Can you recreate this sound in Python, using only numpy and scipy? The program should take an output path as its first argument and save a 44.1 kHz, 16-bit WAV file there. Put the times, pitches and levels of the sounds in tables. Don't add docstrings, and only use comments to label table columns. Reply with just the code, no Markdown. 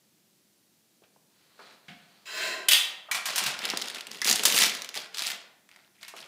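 import sys
import numpy as np
from scipy import signal
from scipy.fft import rfft, irfft
from scipy.io import wavfile

SR = 44100
rng = np.random.default_rng(int(sys.argv[2]) if len(sys.argv) > 2 else 0)


def wav_record(signal):
    frames = np.transpose(np.atleast_2d(signal))
    bounded = np.clip(frames, -1, 1)
    quanta = np.round(bounded * 32767).astype(np.int16)
    wavfile.write(sys.argv[1], SR, quanta)


N = 276507
T = np.arange(N) / SR
TOP_HZ = 15500


def amp(db):
    return 10 ** (np.asarray(db) / 20)


def unit(x):
    return x / np.sqrt(np.mean(x ** 2))


def fade(t60, size):
    return np.exp(-np.log(1000) * T[:size] / t60)


def add(out, start_s, x):
    i = int(start_s * SR)
    out[i:i + len(x)] += x[:N - i]


def follow(curve):
    times, db = np.transpose(curve)
    return amp(np.interp(T, times, db)) * (T >= times[0]) * (T <= times[-1])


def value_at(points, hz):
    freqs, values = np.transpose(points)
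    return np.interp(np.log(hz + 1), np.log(freqs), values)


def tilted(spectrum, db_per_oct, pivot_hz=4000):
    return [(hz, db + db_per_oct * np.log2(hz / pivot_hz)) for hz, db in spectrum]


def colour(x, spectrum, size=2048):
    gains = amp(value_at(spectrum, np.fft.rfftfreq(size, 1 / SR)))
    cepstrum = irfft(np.log(gains))
    cepstrum[1:size // 2] *= 2
    cepstrum[size // 2 + 1:] = 0
    impulse = irfft(np.exp(rfft(cepstrum)))
    return signal.fftconvolve(x, impulse / np.linalg.norm(impulse))[:len(x)]


def resonate(x, hz, width_hz):
    return signal.lfilter(*signal.iirpeak(hz, hz / width_hz, fs=SR), x)


def burst(t60, size=16384):
    return rng.standard_normal(size) * fade(t60, size)


def ring(modes, width_hz, attack_s=0.0016, size=32768):
    out = 0
    for hz, db, t60 in modes:
        wander = np.cumsum(rng.standard_normal(size)) * np.sqrt(2 * np.pi * width_hz / SR)
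        phase = 2 * np.pi * (hz * T[:size] + rng.random()) + wander
        out += amp(db) * np.sin(phase) * fade(t60, size)
    start_rms = np.sqrt(sum(amp(db) ** 2 for _, db, _ in modes) / 2)
    return out * np.minimum(T[:size] / attack_s, 1) / start_rms


def ticks(rate, spread_db):
    fires = rng.random(N) < rate / SR
    sizes = amp(spread_db * np.minimum(rng.standard_normal(N), 2))
    signs = rng.choice([-1, 1], N)
    return unit(fires * signs * sizes / np.sqrt(rate))


def patter(rate, spread_db, t60):
    decay = np.exp(-2 * np.log(1000) / (t60 * SR))
    power = signal.lfilter([1], [1, -decay], ticks(rate, spread_db) ** 2)
    return power / power.mean()


# (frequency [Hz], t60 [s])
ROOM_DECAY = [(200, 0.61), (530, 1), (1400, 0.75), (3700, 0.5), (9700, 0.31), (15000, 0.13)]
def room(x, wet_db, gap_s=0.0041, size=32768):
    hz, times, cells = signal.stft(rng.standard_normal(size), SR, nperseg=256)
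    decay = np.exp(-np.log(1000) * times / value_at(ROOM_DECAY, hz)[:, None])
    tail = signal.istft(cells * decay, SR)[1][:size] * (T[:size] > gap_s)
    return x + amp(wet_db) * signal.fftconvolve(x, tail / np.linalg.norm(tail))[:N]


# (frequency [Hz], level [dB])
AIR_SPECTRUM = [(18, -44), (30, -30.5), (202, 0.5), (256, -6), (307, -3), (332, -7), (359, -4), (432, -11),
                (518, -11), (1140, -18), (4660, -14), (14000, -18), (15500, -19)]
def ventilation():
    return amp(-66.5) * colour(rng.standard_normal(N), AIR_SPECTRUM)


# (time [s], level [dB])
GLOVE_STROKES = [(1.3, -76), (1.42, -68.5), (1.57, -66), (1.6, -56.5), (1.66, -56), (1.74, -57),
                 (1.79, -69.5), (2.12, -63.5), (2.25, -66)]
# (frequency [Hz], level [dB])
GLOVE_SPECTRUM = [(60, -38.5), (170, 2), (600, -1.5), (1500, 1), (3000, -1), (4400, 2), (5500, -8.5),
                  (10000, -16.5), (15000, -30)]
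def gloves():
    return colour(ticks(rate=2500, spread_db=-1), GLOVE_SPECTRUM) * follow(GLOVE_STROKES)


# (time [s], level [dB], lower edge [Hz], upper edge [Hz], t60 [s])
SOFT_BUMPS = [(1.020, -56, 150, 900, 0.061), (1.037, -58, 170, 3500, 0.085), (1.162, -50, 140, 890, 0.025),
              (1.591, -49.5, 380, 1710, 0.37), (3.085, -44.5, 620, 1360, 0.29),
              (3.456, -42, 127, 233, 0.16), (3.736, -24, 175, 1200, 0.021),
              (4.543, -30.5, 170.4, 500, 0.054), (4.662, -33, 169, 440, 0.045),
              (6.138, -43, 398, 1260, 0.1)]
def bumps():
    out = np.zeros(N)
    for start_s, db, lo_hz, hi_hz, t60 in SOFT_BUMPS:
        band = signal.butter(3, [lo_hz, hi_hz], "bandpass", fs=SR, output="sos")
        makeup = np.sqrt(SR / 2 / (hi_hz - lo_hz))
        add(out, start_s, amp(db) * makeup * signal.sosfilt(band, burst(t60)))
    return out


# (frequency [Hz], level [dB], t60 [s])
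CABINET_RING = [(177.5, -7, 0.3), (205, -0.5, 0.35), (703, -7, 0.76), (1500, -7.5, 0.4), (1740, -14, .3),
                (2202, -3.5, 0.44), (2450, -5, 0.19), (3220, -12.5, .4), (3903, -13, .25)]
# (frequency [Hz], level [dB])
KNOCK_SPECTRUM = [(50, -31), (100, -27), (180, 4), (420, -25), (720, -12.5), (1050, -23.5), (1800, -10.5),
                  (3200, -12), (4800, -22), (6000, -28), (15000, -44)]
def cabinet(knock_s=1.883):
    out = np.zeros(N)
    add(out, knock_s, amp(-49.5) * ring(CABINET_RING, width_hz=12))
    add(out, knock_s, amp(-44) * colour(burst(t60=0.34), KNOCK_SPECTRUM))
    return out


# (time [s], level [dB])
DRAWER_TRAVEL = [(2.254, -55), (2.259, -40), (2.30, -41), (2.38, -31.5), (2.451, -31.5), (2.52, -37.5),
                 (2.58, -44.5), (2.64, -56), (2.68, -64)]
# (frequency [Hz], width [Hz], level [dB])
DRAWER_BODY = [(370, 31, -12.5), (430, 37, -11), (650, 44, -1), (1025.6, 22, 1), (1572, 37, 4.5),
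               (1910, 100, -1), (2650, 140, 0), (3120, 36, 0), (3990, 160, -1), (4920, 120, -9),
               (6800, 720, -18)]
# (frequency [Hz], level [dB])
RUNNER_SPECTRUM = [(80, -36.5), (200, -32), (380, -4.5), (800, -14.5), (1600, -1.5), (4000, -6),
                   (6000, -12.5), (7500, -9), (10000, -35.5), (15000, -16)]
def drawer(lag_s_per_oct=0.022):
    slips, body = ticks(rate=2900, spread_db=3.5), 0
    for hz, width_hz, db in DRAWER_BODY:
        lag_s = lag_s_per_oct * max(np.log2(2600 / hz), 0)
        swell = follow([(time_s + lag_s, level) for time_s, level in DRAWER_TRAVEL])
        body += amp(db) * resonate(slips, hz, width_hz) * swell
    scrape = colour(ticks(rate=4000, spread_db=-1), RUNNER_SPECTRUM) * follow(DRAWER_TRAVEL)
    return amp(8.5) * body + amp(-8.5) * scrape


# (time [s], level [dB], relative ring [dB], scrape t60 [s])
TOOL_BOUNCES = [(2.685, -16.5, -8, 0.054), (2.687, -11, -9.5, 0.028), (2.711, -16, -1.5, 0.041),
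                (2.718, -14, -9.5, 0.069), (2.733, -13, -5, 0.032), (2.746, -25.5, -1.5, 0.33)]
# (frequency [Hz], level [dB], t60 [s])
TOOL_RING = [(1834, -2, 0.083), (2686, 1.5, 0.13), (2966, 3, 0.064), (3136, -3, 0.2), (3195, 3.5, 0.14),
             (3225, 1.5, 0.25), (3300, -1.5, 0.12), (3500, 2, 0.18), (3854, 1, 0.17), (4630, -1, 0.082),
             (5044, -3, 0.094)]
# (frequency [Hz], level [dB])
BOUNCE_SPECTRUM = [(50, -66.5), (200, -37.5), (450, -15), (1000, -12.5), (2000, -1.5), (3200, 5),
                   (5000, -2.5), (9000, -2.5), (15000, -6)]
def tool_clatter():
    out = np.zeros(N)
    for start_s, db, ring_db, t60 in TOOL_BOUNCES:
        add(out, start_s, amp(db + ring_db) * ring(TOOL_RING, width_hz=7))
        add(out, start_s, amp(db + 0.5) * colour(burst(t60), BOUNCE_SPECTRUM))
    return out


# (time [s], level [dB], pitch [Hz], crack t60 [s])
PACK_POPS_AND_RIPS = [(3.113, -24, 2300, .11), (3.146, -28.5, 2380, 0.17), (3.256, -27, 2900, 0.18),
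                      (3.359, -23.5, 4800, 0.094), (3.38, -20.5, 2850, 0.085), (3.438, -25, 2780, 0.04),
                      (3.463, -25, 2620, 0.12), (4.218, -32.5, 2052, 0.035), (4.435, -19, 4300, 0.03),
                      (4.453, -10, 5230, 0.053), (6.029, -46, 2200, 0.058), (6.081, -40, 2650, 0.1),
                      (6.165, -43, 2900, 0.059)]
# (frequency [Hz], level [dB])
CRACK_SPECTRUM = [(40, -58), (100, -52.5), (400, -43), (1000, -2.5), (2000, -1.5), (3200, 0), (5000, 0.5),
                  (9000, -2), (15000, -8.5)]
def pack_pops_and_rips(reference_hz=2345, ring_db_per_oct=-32.5):
    out = np.zeros(N)
    for start_s, db, hz, t60 in PACK_POPS_AND_RIPS:
        octaves = np.log2(hz / reference_hz)
        ringing = ring([(hz, 0, .1), (0.84 * hz, -6, .08)], width_hz=73)
        crack = colour(burst(t60), tilted(CRACK_SPECTRUM, db_per_oct=-1.93 + 2.5 * octaves))
        add(out, start_s, amp(db) * crack)
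        add(out, start_s, amp(db - 0.5 + ring_db_per_oct * octaves) * ringing)
    return out


# (time [s], rise [s], hold [s], crackle level [dB], flex level [dB], tilt [dB/octave])
WRAPPER_SQUEEZES = [(3.115, 0.029, 0.023, -35.5, -55, -5.5), (3.241, .04, 0.078, -35, -52.5, -5.5),
                    (3.368, .04, 0.096, -33.5, -43.5, -5.5), (3.575, 0.059, 0.086, -35.5, -42.5, -6),
                    (3.755, 0.019, 0.12, -42, -52.5, -4.5), (3.929, 0.022, 0.019, -41, -51, -5),
                    (4.055, .04, 0.17, -49.5, -54, -3.5), (4.237, 0.036, 0.039, -24.5, -35.5, 0),
                    (4.334, 0.021, 0.075, -38, -42.5, -1.5), (4.445, 0.017, 0.089, -27.5, -39, 0.5),
                    (4.506, .07, 0.063, -20, -40, -.5), (4.69, 0.014, 0.064, -43, -50, -1.5),
                    (4.934, 0.024, 0.01, -33, -45.5, -2.5), (5.124, .11, 0.08, -34.5, -53.5, -2.5),
                    (5.685, 0.022, .13, -62.5, -77, -7), (5.943, .015, .05, -64, -76, -3),
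                    (6.007, 0.021, .008, -47, -71.5, -3), (6.134, 0.051, 0.036, -47, -59.5, -3.5)]
def squeezes(release_db_per_s=215, flex_release_db_per_s=170.5, tilt_fall_per_s=30):
    crackle_power, flex_power, weighted_tilt = 1e-14, 0, 0
    for start_s, rise_s, hold_s, crackle_db, flex_db, tilt_db in WRAPPER_SQUEEZES:
        grip = np.clip((T - start_s) / rise_s, 0, 1)
        slack_s = np.maximum(T - start_s - rise_s - hold_s, 0)
        power = (grip * amp(crackle_db - release_db_per_s * slack_s)) ** 2
        crackle_power += power
        weighted_tilt += power * (tilt_db - tilt_fall_per_s * slack_s)
        flex_power += (grip * amp(flex_db - flex_release_db_per_s * slack_s)) ** 2
    return np.sqrt(crackle_power), np.sqrt(flex_power), amp(weighted_tilt / crackle_power)


# (frequency [Hz], level [dB])
PAPER_SPECTRUM = [(500, -6), (900, -14.5), (1500, -3.5), (2800, 2.5), (4500, 2.5), (7000, -4),
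                  (11000, -4.5), (15000, -11.5)]
# (frequency [Hz], level [dB])
FLEX_SPECTRUM = [(35, -15), (90, -32.5), (125, -11.5), (160, 0), (220, 2), (300, -2), (450, 2.5),
                 (700, -0.5), (1100, -4.5), (1800, -18.5), (4000, -38)]
def wrapper_crumple(bands=9):
    edges = np.geomspace(600, TOP_HZ, bands + 1)
    effort, flex, gain_per_oct = squeezes()
    rate = 110 + 1300 * np.sqrt(effort)
    cracks = patter(rate, spread_db=5, t60=.006)
    crackle, power = 0, 0
    for lo_hz, hi_hz in zip(edges, edges[1:]):
        hz = np.sqrt(lo_hz * hi_hz)
        facets = patter(rate, spread_db=5, t60=.016)
        grains = rng.standard_normal(N) * np.sqrt(cracks + facets)
        band = signal.butter(2, [lo_hz, hi_hz], "bandpass", fs=SR, output="sos")
        tilt = gain_per_oct ** np.log2(hz / 4500)
        weight = amp(value_at(PAPER_SPECTRUM, hz)) * np.sqrt(hi_hz - lo_hz) * tilt
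        crackle += weight * unit(signal.sosfilt(band, grains))
        power += weight ** 2
    puffs = rng.standard_normal(N) * np.sqrt(patter(rate=160, spread_db=3, t60=0.021))
    flaps = colour(puffs, FLEX_SPECTRUM)
    return amp(0.05) * effort * crackle / np.sqrt(power) + amp(-2) * flex * flaps


def crease(hz, t60, facet_db, spike_db=5, size=1024):
    spike = amp(spike_db) * np.exp(-((T[:size] - .0009) / 0.00017) ** 2)
    crack = rng.standard_normal(size) * (fade(t60, size) + spike)
    facet = amp(facet_db) * unit(resonate(crack, hz, width_hz=hz / 2))
    snap = colour(unit(crack) + facet, tilted(CRACK_SPECTRUM, db_per_oct=3 * np.log2(hz / 4500)))
    return snap / np.linalg.norm(snap)


# (time [s], level [dB])
CREASE_SNAPS = [(3.590, -32.5), (3.653, -24), (3.7007, -24), (3.7725, -23), (3.8155, -30.5),
                (3.8205, -26.5), (3.8835, -30.5), (3.8995, -31.5), (3.9465, -33), (4.008, -32.5),
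                (4.0691, -35), (4.1147, -34), (4.146, -41), (4.186, -44), (4.2167, -24), (4.2455, -22.5),
                (4.265, -26), (4.2907, -19), (4.298, -17), (4.3124, -15), (4.327, -17.5), (4.3579, -21),
                (4.3946, -25), (4.6954, -28), (4.75, -32.5), (4.8199, -30.5), (4.8457, -33),
                (4.8901, -32.5), (4.942, -33.5), (4.9744, -27.5), (5.1455, -32), (5.1711, -32),
                (5.1832, -27.5), (5.1927, -26), (5.221, -26), (5.2683, -25), (5.6899, -51), (5.7141, -49.5),
                (5.761, -48)]
def wrapper_snaps(stray_count=18, strain_start_s=3.2, strain_end_s=5.05, stray_db=-43.5):
    slot_s = (strain_end_s - strain_start_s) / stray_count
    strays = [(strain_start_s + (k + rng.random()) * slot_s, stray_db + rng.standard_normal())
              for k in range(stray_count)]
    out = np.zeros(N)
    for start_s, db in strays + list(CREASE_SNAPS):
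        octaves = 0.0347 * (db + 27) + 0.13 * rng.standard_normal()
        hz = 4200 * 2 ** octaves
        gain = amp(db) * np.sqrt(.003 * SR)
        add(out, start_s, gain * crease(hz, t60=0.019, facet_db=-2.5))
        neighbour_s = start_s + rng.uniform(.002, 0.0057)
        add(out, neighbour_s, gain * amp(-10) * crease(hz, t60=0.0078, facet_db=-4.5))
    return out


def scene():
    wrapper = room(wrapper_snaps() + wrapper_crumple(), wet_db=-10)
    pack = room(pack_pops_and_rips(), wet_db=-6)
    tool = room(tool_clatter(), wet_db=-3.5)
    furniture = room(drawer(), wet_db=1)
    handling = room(bumps() + cabinet() + gloves(), wet_db=-8.5)
    return (wrapper + pack + tool + furniture + handling + ventilation())[None]


def record(dry):
    low_cut = signal.butter(2, 70, "highpass", fs=SR, output="sos")
    high_cut = signal.ellip(10, .2, 80, TOP_HZ, fs=SR, output="sos")
    return signal.sosfilt(high_cut, signal.sosfilt(low_cut, dry))


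dry = scene()
out = record(dry)
wav_record(out)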